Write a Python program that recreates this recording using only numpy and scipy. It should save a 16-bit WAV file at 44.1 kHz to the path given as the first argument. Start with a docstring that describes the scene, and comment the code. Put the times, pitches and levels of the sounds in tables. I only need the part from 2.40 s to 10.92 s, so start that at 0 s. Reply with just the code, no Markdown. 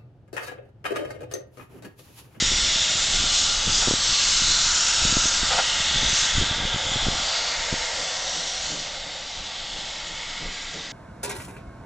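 """Across a railway yard, a steam locomotive blows steam from its open drain cocks: loud, shaped noise that hisses,
roars, rasps and sings in a narrow band, while moving air shifts its colour. From the start, gusts rumble and pop on
a small microphone, made from low noise and short pulses. Water spits at about 1.4 and 3.1 s, as ringing noise.
The hiss eases off in steps from about 4 s and the breeze drops near 4.9 s. From 5.6 s the engine beats softly,
in swells of dull noise."""
import sys
import numpy as np
from scipy import signal
from scipy.fft import rfft, irfft, next_fast_len
from scipy.io import wavfile
from scipy.ndimage import map_coordinates

SR = 44100
rng = np.random.default_rng(int(sys.argv[2]) if len(sys.argv) > 2 else 0)


def bounce(signal):
    """Save signal as a 16-bit WAV file at the path given by the first command-line argument."""
    frames = np.transpose(np.atleast_2d(signal))
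    limited = np.clip(frames, -1, 1)
    pcm = np.round(limited * 32767).astype(np.int16)
    wavfile.write(sys.argv[1], SR, pcm)


N = 375732  # length in samples, about 8.5 s

CALM_DB = -47.5  # level of the breeze once it has dropped
DROP_S = 4.85  # middle of the drop, in seconds


def amp(db):
    """Turn decibels into a gain."""
    return 10 ** (np.asarray(db) / 20)


def unit(x):
    """Scale a sound to an average strength (rms) of 1."""
    return x / np.sqrt(np.mean(x ** 2) + 1e-20)


def clock():
    """Give the time of every sample in seconds."""
    return np.arange(N) / SR


def curves(rows):
    """Draw straight lines between the rows: one curve for each column after the time."""
    times, *columns = np.transpose(rows)
    return [np.interp(clock(), times, column) for column in columns]


def wobble(rate):
    """Make a smooth random curve through `rate` random points a second."""
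    points = rng.standard_normal(int(N * rate / SR) + 4)
    return map_coordinates(points, [clock() * rate])


def filtered(x, response):
    """Multiply each frequency of a sound by response(hz)."""
    size = next_fast_len(N + SR // 2)  # spare room, so that the end does not wrap onto the start
    hz = np.fft.rfftfreq(size, 1 / SR)
    return irfft(rfft(x, size) * response(hz), size)[:N]


def coloured(x, spectrum):
    """Shape a sound by (Hz, dB) points joined on a log frequency axis, then set it to rms 1."""
    points_hz, points_db = np.transpose(spectrum)

    def response(hz):
        return amp(np.interp(np.log(hz + 1), np.log(points_hz), points_db))
    return unit(filtered(x, response))


def resonant(modes):
    """Ring noise in a hollow body with resonances (Hz, width in Hz, dB), at rms 1."""
    def body(hz):
        total = 0
        for k, (centre, width, db) in enumerate(modes):
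            ring = 1j * hz * width / (centre * centre - hz * hz + 1j * hz * width)
            total = total + (-1) ** k * amp(db) * ring  # neighbours have opposite signs
        return total
    return unit(filtered(rng.standard_normal(N), body))


def turbulence(patchy_db, patch_hz, patch_s):
    """White noise whose bands fade in and out in patches, as sound does through moving air."""
    hz, t, bands = signal.stft(rng.standard_normal(N), SR, nperseg=1024)
    rows, cols = np.meshgrid(hz / patch_hz, t / patch_s, indexing="ij")
    knots = rng.standard_normal((256, 256))
    patches = map_coordinates(knots, [rows, cols], mode="mirror")
    noise = signal.istft(bands * amp(patchy_db * patches), SR, nperseg=1024)[1][:N]
    return unit(noise)


def crackle(rate, size_db):
    """Sparse tiny shocks of a fast jet, about `rate` a second, each one sample long."""
    happens = rng.random(N) < rate / SR
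    return amp(size_db) * happens * rng.uniform(-1.2, 1, N)


def narrow(centre_hz, width_hz):
    """Shift slow noise up to a moving centre pitch, giving a narrow band at rms 1."""
    def slow():
        return filtered(rng.standard_normal(N), lambda hz: 1 / (1 + (2 * hz / width_hz) ** 2) ** 1.2)
    turn = 2 * np.pi * np.cumsum(centre_hz) / SR
    return unit(slow() * np.cos(turn) + slow() * np.sin(turn))


def jet():
    """Hiss and fine spray follow the steam flow, the spray more steeply; they share one flutter and one crackle."""
    # Strength of the steam jet before its flutter. Each row: time in seconds, level in dB.
    flow = [(0, -24), (.85, -24), (.97, -21), (1.2, -26), (1.42, -22), (1.56, -26), (1.75, -21.5),
            (2.8, -23), (3.05, -25), (3.62, -27), (3.77, -22), (4.2, -33), (4.6, -31.5), (4.95, -28),
            (5.27, -31), (6.28, -31), (6.58, -39), (7.6, -38), (8.52, -40)]
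    # Colours of the hiss and the spray. Each row: frequency in Hz, relative level in dB per Hz.
    hiss_colour = [(1380, -46), (2350, -13.5), (2920, -1.5), (3270, -3.5), (3540, -0.5), (5110, -4.5),
                   (5600, -10.5), (7280, -36.5), (12300, -120)]
    spray_colour = [(2880, -22.5), (4900, -5), (5490, 0.5), (5950, -0.5), (7090, 0.5), (7640, -4),
                    (8550, -18.5), (8870, -31.5), (11500, -64.5), (19500, -120)]
    full_db = -24  # the flow level at which the two voices have the levels below
    hiss_db, hiss_grows = -26, 0.77  # level in dB, and dB gained for each dB of flow
    spray_db, spray_grows = -26, 1.1

    flow_db = curves(flow)[0] - full_db + 0.45 * wobble(25)
    shocks = crackle(rate=40, size_db=12.5)
    hiss = coloured(turbulence(patchy_db=1.55, patch_hz=202.6, patch_s=0.22) + shocks, hiss_colour)
    spray = coloured(turbulence(patchy_db=2.5, patch_hz=217.9, patch_s=0.18) + shocks, spray_colour)
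    return amp(hiss_db + hiss_grows * flow_db) * hiss + amp(spray_db + spray_grows * flow_db) * spray


def surges(width_hz=420):
    """Single bands of the hiss stand out for a moment, giving it a drifting, phasing colour."""
    # Moments when one band blooms. Each row: time in seconds, half length in seconds, centre in Hz, level in dB.
    blooms = [(.15, .25, 5680, -31), (1.366, 0.046, 4940, -27), (1.748, 0.16, 4300, -29),
              (2.133, 0.17, 4120, -26.5), (2.453, 0.19, 5530, -29.5), (2.787, .14, 6600, -28),
              (3.331, .22, 2950, -31.5), (4.979, .15, 4570, -31), (5.979, 0.26, 5770, -36)]
    t, out = clock(), np.zeros(N)
    for s, half, centre_hz, db in blooms:
        near = np.flatnonzero(np.abs(t - s) < 2 * half)
        size = next_fast_len(len(near))
        hz = np.fft.rfftfreq(size, 1 / SR)
        shape = np.exp(-((hz - centre_hz) / width_hz) ** 2)
        noise = rng.standard_normal(size)
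        band = unit(irfft(rfft(noise) * shape, size))[:len(near)]
        swell = (1 + np.cos(np.pi * (t[near] - s) / (2 * half))) / 2
        out[near] += amp(db) * swell * band
    return out


def outlet(width_hz=760, waver_db=1.1):
    """The outlet sings a breathy band that wavers in level and drifts in pitch."""
    # The hollow note. Each row: time in seconds, level in dB before the waver, centre in Hz.
    note = [(0, -29.5, 3550), (1.0, -29.5, 3540), (1.6, -41, 3600), (2.9, -45.5, 3520), (3.55, -28, 3540),
            (4.6, -30.5, 3400), (5.5, -47, 3490), (6.9, -43.5, 3500), (7.35, -39, 3348), (8.52, -48, 3500)]
    level_db, centre_hz = curves(note)
    return amp(level_db + waver_db * wobble(9)) * narrow(centre_hz, width_hz)


def plume():
    """Larger eddies downstream in the spreading steam roar, rush and rasp in three broad humps."""
    # Each row: time in seconds, then the levels of roar, rush and rasp in dB before the small lifts below.
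    levels = [(0.0, -45.5, -39.5, -33.5), (0.71, -41, -37.5, -35), (1.02, -42, -38.5, -39),
              (2.28, -42.5, -34, -39), (3.92, -39, -36.5, -33.5), (4.27, -38, -38.5, -37),
              (5.2, -35.5, -39.5, -36.5), (6.95, -44.5, -49.5, -45), (7.88, -45, -47, -40.5),
              (8.52, -47.5, -49, -45.5)]
    # Colours of the three voices. Each row: frequency in Hz, relative level in dB per Hz.
    roar_colour = [(220, -36), (380, -18), (450, -10.5), (520, -1), (600, -1), (700, 0.5), (760, 1),
                   (825, -2.5), (905, 2.5), (980, -8), (1070, -9), (1150, -5), (1500, -32), (2500, -100)]
    rush_colour = [(600, -40.5), (1000, -2.5), (1085, -11), (1170, -1), (1250, -2.5), (1335, 2),
                   (1406, 3.5), (1510, -2), (1610, 2.5), (1725, -8.5), (1820, -12), (2340, -29),
                   (4000, -100)]
    rasp_colour = [(1000, -40.5), (1700, -8.5), (1830, -2), (1950, 0), (2060, -1), (2141, 2.5), (2260, -3),
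                   (2400, -9.5), (2560, -4), (3300, -30), (5600, -100)]

    def eddies():
        return turbulence(patchy_db=2.0, patch_hz=89.1, patch_s=0.4444)
    roar_db, rush_db, rasp_db = curves(levels)
    roar = amp(roar_db) * coloured(eddies(), roar_colour)
    rush = amp(rush_db + 1.0) * coloured(eddies(), rush_colour)
    rasp = amp(rasp_db + 0.7) * coloured(eddies(), rasp_colour)
    return roar + rush + rasp


def wind_strength():
    """Level of the wind in dB: a breeze that drops away, with bell-shaped gusts on top."""
    # Gusts. Each row: time in seconds, half length in seconds, level in dB.
    gust_rows = [(0.028, 0.14, -36.5), (.85, 0.072, -32), (1.277, 0.027, -29.5), (1.473, .08, -34),
                 (2.12, 0.087, -37), (2.72, .09, -32), (3.616, 0.07, -32), (3.998, 0.035, -21),
                 (4.273, 0.14, -33), (4.617, 0.11, -32), (5.34, 0.031, -34), (8.06, .05, -44)]
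    breeze_db, drop_takes_s = -39.5, 0.15  # level while it blows, and how gradual the drop is
    t = clock()
    still_blowing = (1 - np.tanh((t - DROP_S) / drop_takes_s)) / 2  # from 1 down to 0
    breeze = amp(CALM_DB + (breeze_db - CALM_DB) * still_blowing)
    gusts = sum(amp(db) ** 2 * np.exp(-((t - s) / half) ** 2) for s, half, db in gust_rows)
    return 10 * np.log10(breeze ** 2 + gusts)


def wind(flutter_db=-53.0, flutter_grows=0.6):
    """A lumpy rumble follows the wind's strength; a lighter flutter above it grows more slowly."""
    # Colours of the wind. Each row: frequency in Hz, relative level in dB per Hz.
    rumble_colour = [(8, -10.5), (20, 9), (35, 0.5), (70, -2), (110, -9.5), (200, -23), (500, -57),
                     (1500, -110)]
    flutter_colour = [(40, -31), (100, -6.5), (160, 1.5), (250, -1), (400, -5), (600, -13), (2000, -73.5)]
    strength_db = wind_strength() + 2.7 * wobble(14)
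    rumble = amp(strength_db) * coloured(rng.standard_normal(N), rumble_colour)
    flutter_level_db = flutter_db + flutter_grows * (strength_db - CALM_DB)
    flutter = amp(flutter_level_db) * coloured(rng.standard_normal(N), flutter_colour)
    return rumble + flutter


def lesser_eddies(scatter_db=3.5, pitch_spread=0.3, count=600):
    """Small eddies arrive at random until the breeze drops, and are stronger in stronger wind."""
    per_second, over_wind_db, typical_hz = 30, 3.5, 116
    chance, spread = rng.random((count, 2)), rng.standard_normal((count, 2))
    s = chance[:, 0] * N / SR
    db = np.interp(s, clock(), wind_strength()) + over_wind_db + scatter_db * spread[:, 0]
    hz = typical_hz * np.exp(pitch_spread * spread[:, 1])
    kept = (chance[:, 1] < per_second * N / SR / count) & (s < DROP_S)
    return list(np.column_stack([s, db, hz])[kept])


def pops(sharpness=1.88, snap_db=-12, level_db=1):
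    """Each eddy crossing the port is roughly a suction between two weaker pushes, with a faster snap at its core."""
    # The strongest eddies. Each row: time in seconds, peak in dB before level_db is added, pitch in Hz.
    strong_eddies = [(0.025, -19, 187), (.119, -21.5, 260), (1.28, -21.5, 169), (1.475, -15, 340),
                     (1.483, -13.5, 220), (1.511, -10, 328), (1.538, -15, 220), (2.653, -17, 151),
                     (2.727, -17.5, 170), (2.77, -11.5, 197), (2.857, -20.5, 240), (3.033, -20, 220),
                     (3.56, -22, 111), (3.625, -25, 130), (3.731, -23, 112), (3.983, -13.5, 86),
                     (4.015, -16.5, 240), (4.025, -18, 170), (4.113, -20, 90), (4.253, -21.5, 140),
                     (4.345, -19, 110), (4.56, -21, 140), (4.669, -18, 170), (4.685, -14, 150),
                     (5.328, -16, 150), (5.34, -20.5, 191)]
    t, out = clock(), np.zeros(N)
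    for s, db, hz in strong_eddies + lesser_eddies():
        near = slice(*np.searchsorted(t, [s - 0.04, s + 0.04]))
        angle = 2 * np.pi * hz * (t[near] - s)
        push = np.cos(angle + rng.normal(0, 0.58)) / np.cosh(sharpness * angle / 2)
        snap = np.sin(3 * angle) * np.exp(-(angle / 1.8) ** 2)
        out[near] -= amp(db) * (push + amp(snap_db) * snap)  # minus: the middle is a suction
    return amp(level_db) * out


def spits():
    """Slugs of water burst from the pipe in short hollow coughs."""
    # Water spat out with the steam. Each row: time in seconds, level in dB, half length in seconds.
    slugs = [(1.433, -28.5, .012), (3.122, -27.5, 0.016), (3.141, -28.5, .015), (3.193, -18.5, 0.011)]
    # The pipe that it rings. Each row: frequency in Hz, width in Hz, relative level in dB.
    pipe = [(519, 95, -5), (778, 110, 0.5), (905, 89, -1), (1372, 140, -1), (2200, 450, -10.5),
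            (2960, 460, -10)]
    t = clock()
    bursts = sum(amp(db) / (1 + ((t - s) / half) ** 2) for s, db, half in slugs)
    return bursts * resonant(pipe)


def beats(rise_s=0.021, fall_s=0.079, scatter_db=3.0, count=9):
    """The engine thuds about three times a second and slowly quickens, each beat a swell of dull noise."""
    # Strength of each beat in turn, in dB before the random scatter.
    beat_db = [-44, -43, -40.5, -45, -53, -44.5, -49, -41.5, -41]
    # The hollow body behind the beats. Each row: frequency in Hz, width in Hz, relative level in dB.
    boiler = [(69.5, 39, -8.5), (168.5, 26, 1), (292, 45, -4.5), (460, 81, -7), (690, 180, -13)]
    start_s, gap_s, quickens_s = 5.6, 0.364, 0.0056  # each gap is shorter than the last by quickens_s
    t, k = clock(), np.arange(count)
    times = start_s + gap_s * k - quickens_s * k * (k - 1) / 2
    levels_db = beat_db + scatter_db * rng.standard_normal(count)
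    swell = np.zeros(N)
    for s, db in zip(times, levels_db):
        swell += amp(db) * np.exp(-np.maximum((s - t) / rise_s, (t - s) / fall_s))
    return swell * resonant(boiler)


def scene():
    """Steam, wind and engine reach one microphone, alike in both channels."""
    steam = jet() + surges() + outlet() + plume()
    mono = steam + wind() + pops() + spits() + beats()
    return np.array([mono, mono])


def record(dry):
    """Cut away everything from the band limit upwards."""
    top_hz = 9028
    return np.array([filtered(channel, lambda hz: hz < top_hz) for channel in dry])


dry = scene()
out = record(dry)
bounce(out)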